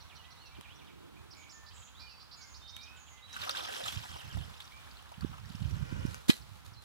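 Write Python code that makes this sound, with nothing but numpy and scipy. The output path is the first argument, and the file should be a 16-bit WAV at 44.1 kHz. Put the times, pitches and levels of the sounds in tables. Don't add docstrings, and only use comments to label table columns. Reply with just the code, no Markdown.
import sys
import numpy as np
from scipy import signal
from scipy.fft import rfft, irfft
from scipy.io import wavfile
from scipy.ndimage import uniform_filter1d

SR = 44100
rng = np.random.default_rng(int(sys.argv[2]) if len(sys.argv) > 2 else 0)


def log_audio(samples):
    frames = np.atleast_2d(samples).T
    limited = np.clip(frames, -1, 1)
    pcm = np.round(limited * 32767).astype(np.int16)
    wavfile.write(sys.argv[1], SR, pcm)


N = 301644
TIME = np.arange(N) / SR
FREQS = np.fft.rfftfreq(N, 1 / SR)


def amp(db):
    return 10 ** (np.asarray(db) / 20)


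def unit(x):
    return x / np.sqrt(np.mean(x ** 2) + 1e-20)


def read(points, hz, axis=1):
    table = np.transpose(points)
    return np.interp(np.log(hz + 1), np.log(table[0] + 1), table[axis])


def level(rows):
    times, db = np.transpose(rows)
    inside = (TIME >= times[0]) & (TIME <= times[-1])
    return amp(np.interp(TIME, times, db)) * inside


def colour(x, spectrum):
    return irfft(rfft(x) * unit(amp(read(spectrum, FREQS))), N)


def add(mix, s, sound):
    part = mix[..., max(round(s * SR), 0):][..., :sound.shape[-1]]
    part += sound[..., :part.shape[-1]]


def drift(hz, count=N):
    lowpass = 1 / (1 + (np.fft.rfftfreq(count, 1 / SR) / hz) ** 4)
    return unit(irfft(rfft(rng.standard_normal(count)) * lowpass, count))


def burst(length, count=4096):
    t = np.arange(count) / SR
    rise = np.sqrt(2 * t / length)
    return t, rise * np.exp(.5 - t / length)


def swell(s, hold, attack, fall_db_per_s):
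    age = TIME - s
    return np.clip(age / attack, 0, 1) * amp(-fall_db_per_s * np.maximum(age - attack - hold, 0))


def swells(rows, attack, fall_db_per_s):
    power = sum((amp(db) * swell(s, hold, attack, fall_db_per_s)) ** 2 for s, hold, db in rows)
    return np.sqrt(power)


def ports(x, pair):
    same = np.clip(read(pair, FREQS), 0, 1)
    lead = read(pair, FREQS, axis=2)
    tilt = amp(read(pair, FREQS, axis=3) / 2)
    a, b = rfft(x)
    left = (same * a + np.sqrt(1 - same ** 2) * b) * np.exp(1j * lead) * tilt
    return irfft([left, a / tilt], N)


def echoes(x, t60, wet_db):
    t = TIME[:SR]
    hits = rng.random((2, SR)) < .04
    taps = rng.standard_normal((2, SR)) * hits * amp(-60 * t / t60) * (t > .004)
    taps /= np.linalg.norm(taps, axis=1, keepdims=True)
    return x + amp(wet_db) * signal.oaconvolve(x, taps, axes=1)[:, :N]


def air():
    # (relative, per Hz)
    air_colour = [(20, -28), (38, -17), (65, 6.5), (90, 2), (144, -6.5), (342, -17), (572, -18), (834, -13),
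                  (1250, -13), (1930, -19.5), (3490, -19), (5370, -27), (8270, -30.5), (15800, -35)]
    # time_s, level_db
    air_level = [(0, -55), (1.1, -55.5), (2, -55.5), (3.2, -55.5), (5, -53.5), (6.84, -57)]
    # freq_hz, likeness (0-1), left_lead_rad, left_minus_right_db
    far_pair = [(73, 0.98, 3.76, -5), (232, 0.88, 3.59, -4.5), (586, 0.53, 3.93, -4.5), (934, 1, 5.16, -2),
                (1290, 1, 5.25, -2), (1890, 0, 7.2, -0.5), (3020, 0.45, 9.8, -4), (4600, 0.13, 9, -3.5),
                (6460, 0, 5.8, -3.5), (9000, 0.03, 6.5, -3.5), (16000, .05, 13.4, -4.5)]
    hiss = colour(rng.standard_normal((2, N)), air_colour) * amp(0.78 * drift(6.9))
    return ports(hiss * amp(np.interp(TIME, *np.transpose(air_level))), far_pair)


def note(length, start_hz, middle_hz, end_hz, buzz):
    note_spread = .008
    flutter_hz, shimmer_db = 560, 1.6
    waver = .015
    u = np.linspace(0, 1, int(length * SR))
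    arch = np.polyval(np.polyfit([0, .5, 1], [start_hz, middle_hz, end_hz], 2), u)
    hoarse = (0.42 + min(buzz, .6)) * max(middle_hz / 5000, 1) ** 3
    wobble = waver * hoarse * drift(236, count=16384)[:len(u)]
    hz = arch * (1 + note_spread * rng.standard_normal() + wobble)
    flutter = buzz * np.sin(2 * np.pi * np.cumsum(flutter_hz * arch / middle_hz) / SR)
    shimmer = unit(amp(shimmer_db * drift(90, count=16384)[:len(u)]))
    tone = np.sin(2 * np.pi * np.cumsum(hz) / SR + flutter)
    return shimmer * tone * signal.windows.tukey(len(u), .4)


def trill(s, length, hz, swing_hz, per_s, db):
    t = np.arange(int(length * SR)) / SR
    swing = np.cos(2 * np.pi * per_s * t)
    whistle = np.sin(2 * np.pi * np.cumsum(hz + swing_hz * swing) / SR)
    return s, amp(db) * whistle * (1 - 0.76 * swing) * signal.windows.tukey(len(t), .3)


def birds():
    syllables = {"arch": (0.0336, 4550, 5850, 5150, 0.23), "under": (0.034, 4600, 4250, 3860, .7),
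                 "chip": (.042, 4500, 5480, 3300, .8), "slur": (.052, 4300, 2700, 2270, 0.6),
                 "lift": (.078, 2200, 3080, 3600, .6), "rasp": (0.0273, 2900, 3200, 3400, 1.1),
                 "zip": (.047, 4300, 4640, 4740, 1.1), "sweep": (0.047, 4150, 5070, 5800, 1.14),
                 "dip": (.032, 3500, 3020, 2640, 1.0), "fall": (.042, 3250, 3000, 2500, .3),
                 "thin": (.105, 7350, 6680, 6420, .35), "sizzle": (.19, 7600, 6900, 6690, .8),
                 "purr": (0.113, 3600, 3700, 3700, 0.35), "flick": (0.019, 6100, 4800, 4200, 0.46)}
    repeat_s = {"arch": .151, "under": .151, "chip": .188, "slur": .08, "rasp": .055, "zip": .103, "sweep":
                .133, "dip": .106, "thin": .098, "purr": .11, "flick": .32}
    # start_s, syllable, count, level_db (relative)
    phrases = [(0, "arch", 4, -61.5), (0, "under", 4, -57), (0.089, "slur", 1, -56.5),
               (.235, "rasp", 1, -56), (0.545, "dip", 1, -57), (.622, "slur", 1, -56.5),
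               (0.673, "lift", 1, -57), (.747, "arch", 1, -62), (.783, "slur", 2, -59),
               (1.303, "chip", 2, -54), (1.356, "thin", 1, -62), (1.419, "rasp", 1, -59),
               (1.495, "thin", 1, -58.5), (1.657, "zip", 1, -55), (1.705, "rasp", 4, -59),
               (1.72, "sizzle", 1, -59.5), (1.992, "zip", 1, -51.5), (2.089, "zip", 2, -54.5),
               (2.308, "zip", 1, -51), (2.356, "thin", 2, -60.5), (2.404, "sweep", 4, -53.5),
               (2.606, "purr", 2, -53.5), (2.853, "dip", 5, -59), (2.957, "thin", 2, -61),
               (4.122, "fall", 1, -52), (4.18, "fall", 1, -52.5), (4.298, "fall", 1, -53),
               (6.412, "flick", 2, -58.5)]
    # start_s, length_s, start_hz, end_hz, level_db (relative)
    whistles = [(0.16, .07, 3220, 2850, -60), (0.213, .15, 1900, 2000, -66),
                (0.357, 0.088, 3460, 4410, -61), (0.404, 0.097, 3100, 2600, -62),
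                (0.499, 0.11, 2290, 2400, -64.5), (1.163, 0.015, 2200, 2550, -57.5),
                (1.516, 0.21, 1798, 1760, -62.5), (1.933, 0.083, 2890, 4100, -59.5),
                (1.973, 0.26, 4500, 4620, -61), (1.997, .1, 2350, 2410, -59),
                (2.057, .11, 3100, 2520, -62.5), (2.369, 0.14, 2400, 2090, -64.5),
                (2.379, .1, 1340, 1600, -65), (2.747, .24, 2180, 2605, -58.5), (2.92, .1, 1453, 1525, -63),
                (3.095, 0.16, 2060, 2025, -67), (3.217, 0.058, 3690, 3973, -54),
                (3.299, 0.062, 3860, 3764, -51.5), (4.707, 0.091, 2226, 2420, -59),
                (6.747, 0.061, 4070, 4130, -62)]
    # start_s, length_s, pitch_hz, swing_hz, swings_per_s
    trill_row = (1.34, .16, 2420, 190, 43)
    bend, whistle_buzz = .72, .12
    out = np.zeros(N)
    for s, syllable, count, db in phrases:
        for k in range(round(count)):
            sung = note(*syllables[syllable])
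            add(out, s + k * repeat_s.get(syllable, 0), amp(db) * sung)
    for s, length, start_hz, end_hz, db in whistles:
        middle_hz = start_hz + bend * (end_hz - start_hz)
        add(out, s, amp(db) * note(length, start_hz, middle_hz, end_hz, whistle_buzz))
    add(out, *trill(*trill_row, db=-61.5))
    sides = np.array([out * amp(-4.5), out * amp(3)])
    return echoes(sides, t60=0.49, wet_db=-2)


def rustle():
    # time_s, level_db (relative)
    rub_level = [(0.55, -90), (0.59, -48), (0.63, -78), (0.8, -60), (0.95, -54), (1.15, -58), (1.6, -69.5)]
    # (relative, per Hz)
    rub_colour = [(60, -18), (150, 0), (360, -0.5), (600, -14), (1500, -45)]
    return colour(rng.standard_normal((2, N)), rub_colour) * level(rub_level)


def push(hz, half_length):
    t = np.arange(-4 * half_length, 4 * half_length, 1 / SR)
    return np.exp(-.5 * (t / half_length) ** 2) * np.cos(2 * np.pi * hz * t)


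def buffeting():
    # start_s, hold_s, level_db (relative)
    gusts = [(3.39, 0.0092, -54.5), (3.81, .005, -50), (3.915, 0.038, -44), (4.09, .01, -50.5),
             (4.235, 0.016, -47.5), (4.32, 0.057, -41.5), (4.455, 0.015, -51.5), (5.165, 0.13, -48),
             (5.38, 0.22, -52), (5.59, 0.23, -40), (5.89, 0.14, -39), (6.07, .04, -47), (6.38, 0.38, -61.5)]
    # (relative, per Hz)
    gust_colour = [(20, -28), (45, -8), (70, 7.5), (110, 6), (170, -2.5), (250, -12.5), (350, -22),
                   (600, -34), (1200, -69)]
    # centre_s, peak_db (right port), pitch_hz
    bumps = [(0.591, -43.5, 121), (3.974, -28, 104), (4.358, -26, 90), (4.397, -33, 90), (5.183, -35, 150),
             (5.235, -23, 148), (5.2483, -17, 216), (5.3, -31, 125), (5.507, -30, 156), (5.551, -29.5, 158),
             (5.622, -20.5, 133), (5.657, -22.5, 113), (5.743, -24, 113), (5.829, -23, 113),
             (5.926, -23.5, 202), (6.053, -17.5, 195), (6.522, -38, 114)]
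    bump_s, bump_hz = 0.0046, 112.6
    lumps = unit(amp(3.5 * np.tanh(drift(30))))
    strength = swells(gusts, attack=0.02, fall_db_per_s=233) * amp(6.5)
    eddies = colour(rng.standard_normal((2, N)), gust_colour) * lumps * strength
    for s, db, hz in bumps:
        swing = amp(db) * push(hz, bump_s * (bump_hz / hz) ** 2)
        add(eddies[0], s - len(swing) / SR / 2, swing)
    left = amp(-15) * eddies[1] - amp(-23.5) * eddies[0]
    return np.array([left, eddies[0]])


def drips():
    first_s, last_s, per_s = 3.95, 5.8, 16
    low_hz, high_hz = 746, 5600
    start_db, fade_db_per_s, spread_db = -42.5, 3, 1
    times = np.arange(first_s, last_s, 1 / per_s)
    late, size, pitch, share = rng.random((len(times), 4)).T
    db = start_db - fade_db_per_s * (times - first_s) + spread_db * (2 * size - 1)
    hz = low_hz * (high_hz / low_hz) ** pitch
    return list(zip(times + late / per_s, db, hz, 0.79 * share))


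def slaps():
    # start_s, level_db (relative), pitch_hz, spatter_share (0-1)
    slap_rows = [(0.6108, -34, 3700, .9), (2.765, -32, 3200, .7), (3.364, -29, 1500, .3),
                 (3.4935, -21, 3800, .6), (6.1445, -28, 1340, .85), (1.349, -45, 6000, .9),
                 (3.329, -40, 5800, .4), (3.416, -29, 3700, .4), (3.473, -30, 1200, .2),
                 (3.495, -27, 1300, .3), (3.509, -29, 5200, .3), (3.548, -30, 1400, .2),
                 (3.569, -28, 3500, .2), (3.606, -33, 3600, .3), (3.688, -30, 800, .3),
                 (3.725, -33, 3000, .6), (3.838, -32, 3700, .4), (3.878, -30, 3600, .6),
                 (3.924, -31, 3400, .7), (4.053, -39, 870, .3), (4.161, -35, 800, .2),
                 (4.371, -35, 700, .45), (4.6025, -35, 3600, .5), (5.118, -37, 810, .25),
                 (5.209, -39, 4500, .7), (5.220, -40, 1300, .1), (5.328, -43, 850, .1),
                 (5.340, -40, 1200, .2), (5.380, -41, 1150, .45)]
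    # (relative, per Hz)
    spatter_colour = [(300, 7), (1300, 3), (2200, 3.5), (3800, -8), (6000, -2.5), (12000, -5.5),
                      (16000, -12)]
    smack_s, plop_s = 0.0002, 0.0048
    cavity, spatter = np.zeros((2, 2, N))
    for s, db, hz, share in slap_rows + drips():
        share = np.clip(share, 0, 1)
        t, shape = burst(plop_s + share * (smack_s - plop_s))
        band = 1 / (1 + ((np.fft.rfftfreq(len(t), 1 / SR) / hz - 1) / 0.11) ** 2)
        ring = irfft(rfft(rng.standard_normal((2, len(t)))) * band) * shape
        ring *= np.linalg.norm(shape) / np.linalg.norm(ring, axis=1, keepdims=True)
        add(cavity, s, amp(db) * np.sqrt(1 - share ** 2) * ring)
        add(spatter, s, amp(db) * share * shape * rng.standard_normal((2, len(t))))
    return amp(-7) * (cavity + colour(spatter, spatter_colour))


def bubbles(per_s, spread_db, cycles, low_hz, high_hz, count=28):
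    out = np.zeros((2, N))
    density = per_s * np.ones(N)
    for hz in np.geomspace(low_hz, high_hz, count):
        age = np.arange(int(5 * cycles * SR / hz)) / SR * hz / cycles
        ring = hz * np.exp(-age) * np.sin(2 * np.pi * cycles * age * (1 + 0.032 * age))
        born = np.flatnonzero(rng.random(N) < density / count / SR)
        size_db = spread_db * np.minimum(rng.exponential(1, len(born)), 3.5)
        size = amp(size_db) / np.sqrt(density[born])
        clicks = np.zeros((2, N))
        clicks[:, born] = size * rng.choice([-1, 1], (2, len(born)))
        out += signal.oaconvolve(clicks, ring[None], axes=1)[:, :N]
    return unit(out)


def patchy(x, depth_db, size=256):
    z = signal.stft(x, nperseg=size)[2]
    field = rng.standard_normal(z.shape[1:])
    field = uniform_filter1d(field, size=5, axis=0)
    field = uniform_filter1d(field, size=4, axis=1)
    return unit(signal.istft(z * amp(depth_db * unit(field)), nperseg=size)[1][:, :N])


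def stirred(beats):
    attack_s = .028
    wash = amp(-12) * swells(beats, attack_s, fall_db_per_s=12.5)
    return np.hypot(swells(beats, attack_s, fall_db_per_s=110), wash)


def water():
    # start_s, hold_s, churn_db (relative), spray_db (relative)
    thrashes = [(3.27, .04, -62, -74), (3.32, .04, -54, -64), (3.384, .075, -45, -59),
                (3.535, .03, -44, -58), (3.609, .04, -48, -64.5), (3.695, .03, -48.5, -57),
                (3.825, .05, -47.5, -54.5), (3.94, 0.027, -54, -68), (5.2, .15, -64, -81),
                (5.47, .3, -61, -70.5), (5.85, .25, -63, -78)]
    # time_s, level_db (relative)
    pocket_level = [(3.35, -85), (3.47, -53), (3.62, -54), (3.85, -56), (4.0, -70), (4.5, -67)]
    # (relative, per Hz)
    churn_colour = [(400, -16.5), (750, -3.5), (1300, 0.5), (1650, -0.5), (2200, -9), (3000, 1.5),
                    (3800, -4.5), (4600, -10.5), (5700, -6), (7500, -30), (15000, -47)]
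    spray_colour = [(3500, 5.5), (6000, -3.5), (7500, 1), (9500, -3.5), (11700, -3.5), (13500, -6),
                    (16000, -14)]
    pocket_colour = [(130, -37), (280, -3), (420, -2), (560, 3.5), (720, 1.5), (1000, -26)]
    churn = stirred([(s, hold, db) for s, hold, db, _ in thrashes])
    thrown = stirred([(s, hold, db) for s, hold, _, db in thrashes])
    per_s = 500 + 5000 * churn / churn.max()
    wash = .6 * rng.standard_normal((2, N))
    body = bubbles(per_s, spread_db=3.0, cycles=6.9, low_hz=590, high_hz=8070)
    body = patchy(body + wash, depth_db=3.2)
    spray = bubbles(per_s, spread_db=2.0, cycles=4.3, low_hz=4030, high_hz=14800)
    spray = patchy(spray + wash, depth_db=2.5)
    gulps = bubbles(350, spread_db=4.0, cycles=4.5, low_hz=258, high_hz=883, count=12)
    clumps = unit(amp(1.6 * drift(105) + 1.3 * drift(28)))
    splash = amp(2.5) * unit(colour(body, churn_colour)) * churn
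    splash += amp(7.5) * unit(colour(spray, spray_colour)) * thrown
    return splash * clumps + amp(5.5) * unit(colour(gulps, pocket_colour)) * level(pocket_level)


def drag():
    # time_s, level_db (relative)
    drag_level = [(5.6, -65), (5.8, -58.5), (5.92, -52), (6.02, -53.5), (6.14, -55), (6.22, -59.5)]
    # (relative, per Hz)
    drag_colour = [(300, -8), (520, 4.5), (800, -4), (1450, 1.5), (1900, -6), (2400, -5), (3000, -6),
                   (3700, -20), (5500, -13), (12000, -27)]
    roughness = unit(amp(0.71 * drift(90)))
    hiss = colour(rng.standard_normal((2, N)), drag_colour) * roughness * level(drag_level)
    delay_s = np.interp(TIME, [5.7, 6.2], [.00198, .00212])
    echo = np.array([np.interp(TIME - delay_s, TIME, side) for side in hiss])
    return hiss + .6 * echo


def grass():
    # start_s, hold_s, level_db (relative)
    stroke_rows = [(6.05, .12, -56.5), (6.2, 0.051, -61.5), (6.28, 0.006, -33.5), (6.355, 0.0069, -48),
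                   (6.4, 0.19, -64.5), (6.645, 0.01, -54), (6.81, .03, -57.5)]
    # (relative, per Hz)
    grass_colour = [(400, 4.5), (1300, -2.5), (2300, -3.5), (4100, 2), (5500, -5.5), (7500, -4), (9500, -7),
                    (11500, -5), (16000, -19)]
    strokes = swells(stroke_rows, attack=0.01, fall_db_per_s=377)
    clumps = unit(amp(3.2 * drift(160)))
    return colour(rng.standard_normal((2, N)), grass_colour) * clumps * strokes


def pole():
    # start_s, level_db (relative), length_s (of the blow's fall)
    knocks = [(6.2905, -36, .005), (6.2958, -20, .0007), (6.2985, -23, .002), (6.3008, -8, .0011),
              (6.3075, -21, .0016), (6.3185, -34, .002), (6.3325, -30, .0009)]
    # (relative, per Hz)
    clack_colour = [(60, -32), (300, 5), (800, -11), (1300, -4), (2600, -2.5), (4000, 8.5), (5200, -5.5),
                    (7200, -7), (9200, -11), (11000, -7), (16000, -24)]
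    # pitch_hz, level_db (relative), t60_s
    tube_modes = [(1724, 0, .05), (1970, -5, .09), (2505, 1, .07), (3160, 1, .066), (3920, -8, .07),
                  (4100, 4, .06), (4700, -9, 0.044), (5300, -3, .045), (6985, -8, 0.045), (7960, -6, 0.042),
                  (10700, -20, .04)]
    blows = np.zeros((2, N))
    for s, db, length in knocks:
        t, shape = burst(length)
        add(blows, s, amp(db) * shape * rng.standard_normal((2, len(t))))
    t = TIME[:SR // 4]
    tube = sum(amp(db - 60 * t / t60) * np.sin(2 * np.pi * hz * t) for hz, db, t60 in tube_modes)
    ringing = signal.oaconvolve(blows, tube[None] / np.linalg.norm(tube), axes=1)[:, :N]
    out = amp(-8.5) * colour(blows, clack_colour) + amp(-13) * ringing
    thud = amp(-6) * push(hz=238, half_length=.0018)
    add(out[0], 6.2973 - len(thud) / SR / 2, thud)
    return out


def scene():
    # freq_hz, likeness (0-1), left_lead_rad, left_minus_right_db
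    near_pair = [(80, .97, 3.4, -5), (300, .99, 3.4, -3.5), (600, .97, 3.5, -2), (950, .85, 4.2, -2),
                 (1350, .86, 4.1, -.5), (1700, .6, 4.6, -1.5), (2900, .55, 3.6, -2.5), (4000, .4, 6, -4),
                 (5000, .4, 5.8, -4), (8000, .2, 8, 0), (16000, .15, 9, 0)]
    # freq_hz, likeness, left_lead_rad, left_minus_right_db
    beneath_pair = [(260, 0.97, 3.42, -3.5), (1000, 0.74, 4, -3.5), (2150, 0.55, 3.7, -3),
                    (4000, 0.3, 2.77, -6.5), (8000, .2, 2.3, 2), (16000, .15, 1.8, -1)]
    near = echoes(water() + slaps() + grass(), t60=0.16, wet_db=-9.5)
    near = ports(near + drag() + rustle(), near_pair)
    return near + ports(pole(), beneath_pair) + air() + birds() + buffeting()


def record(dry):
    lowpass = signal.firwin(511, 15900, window=("kaiser", 9), fs=SR)
    return signal.oaconvolve(dry, lowpass[None], "same")


dry = scene()
out = record(dry)
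log_audio(out)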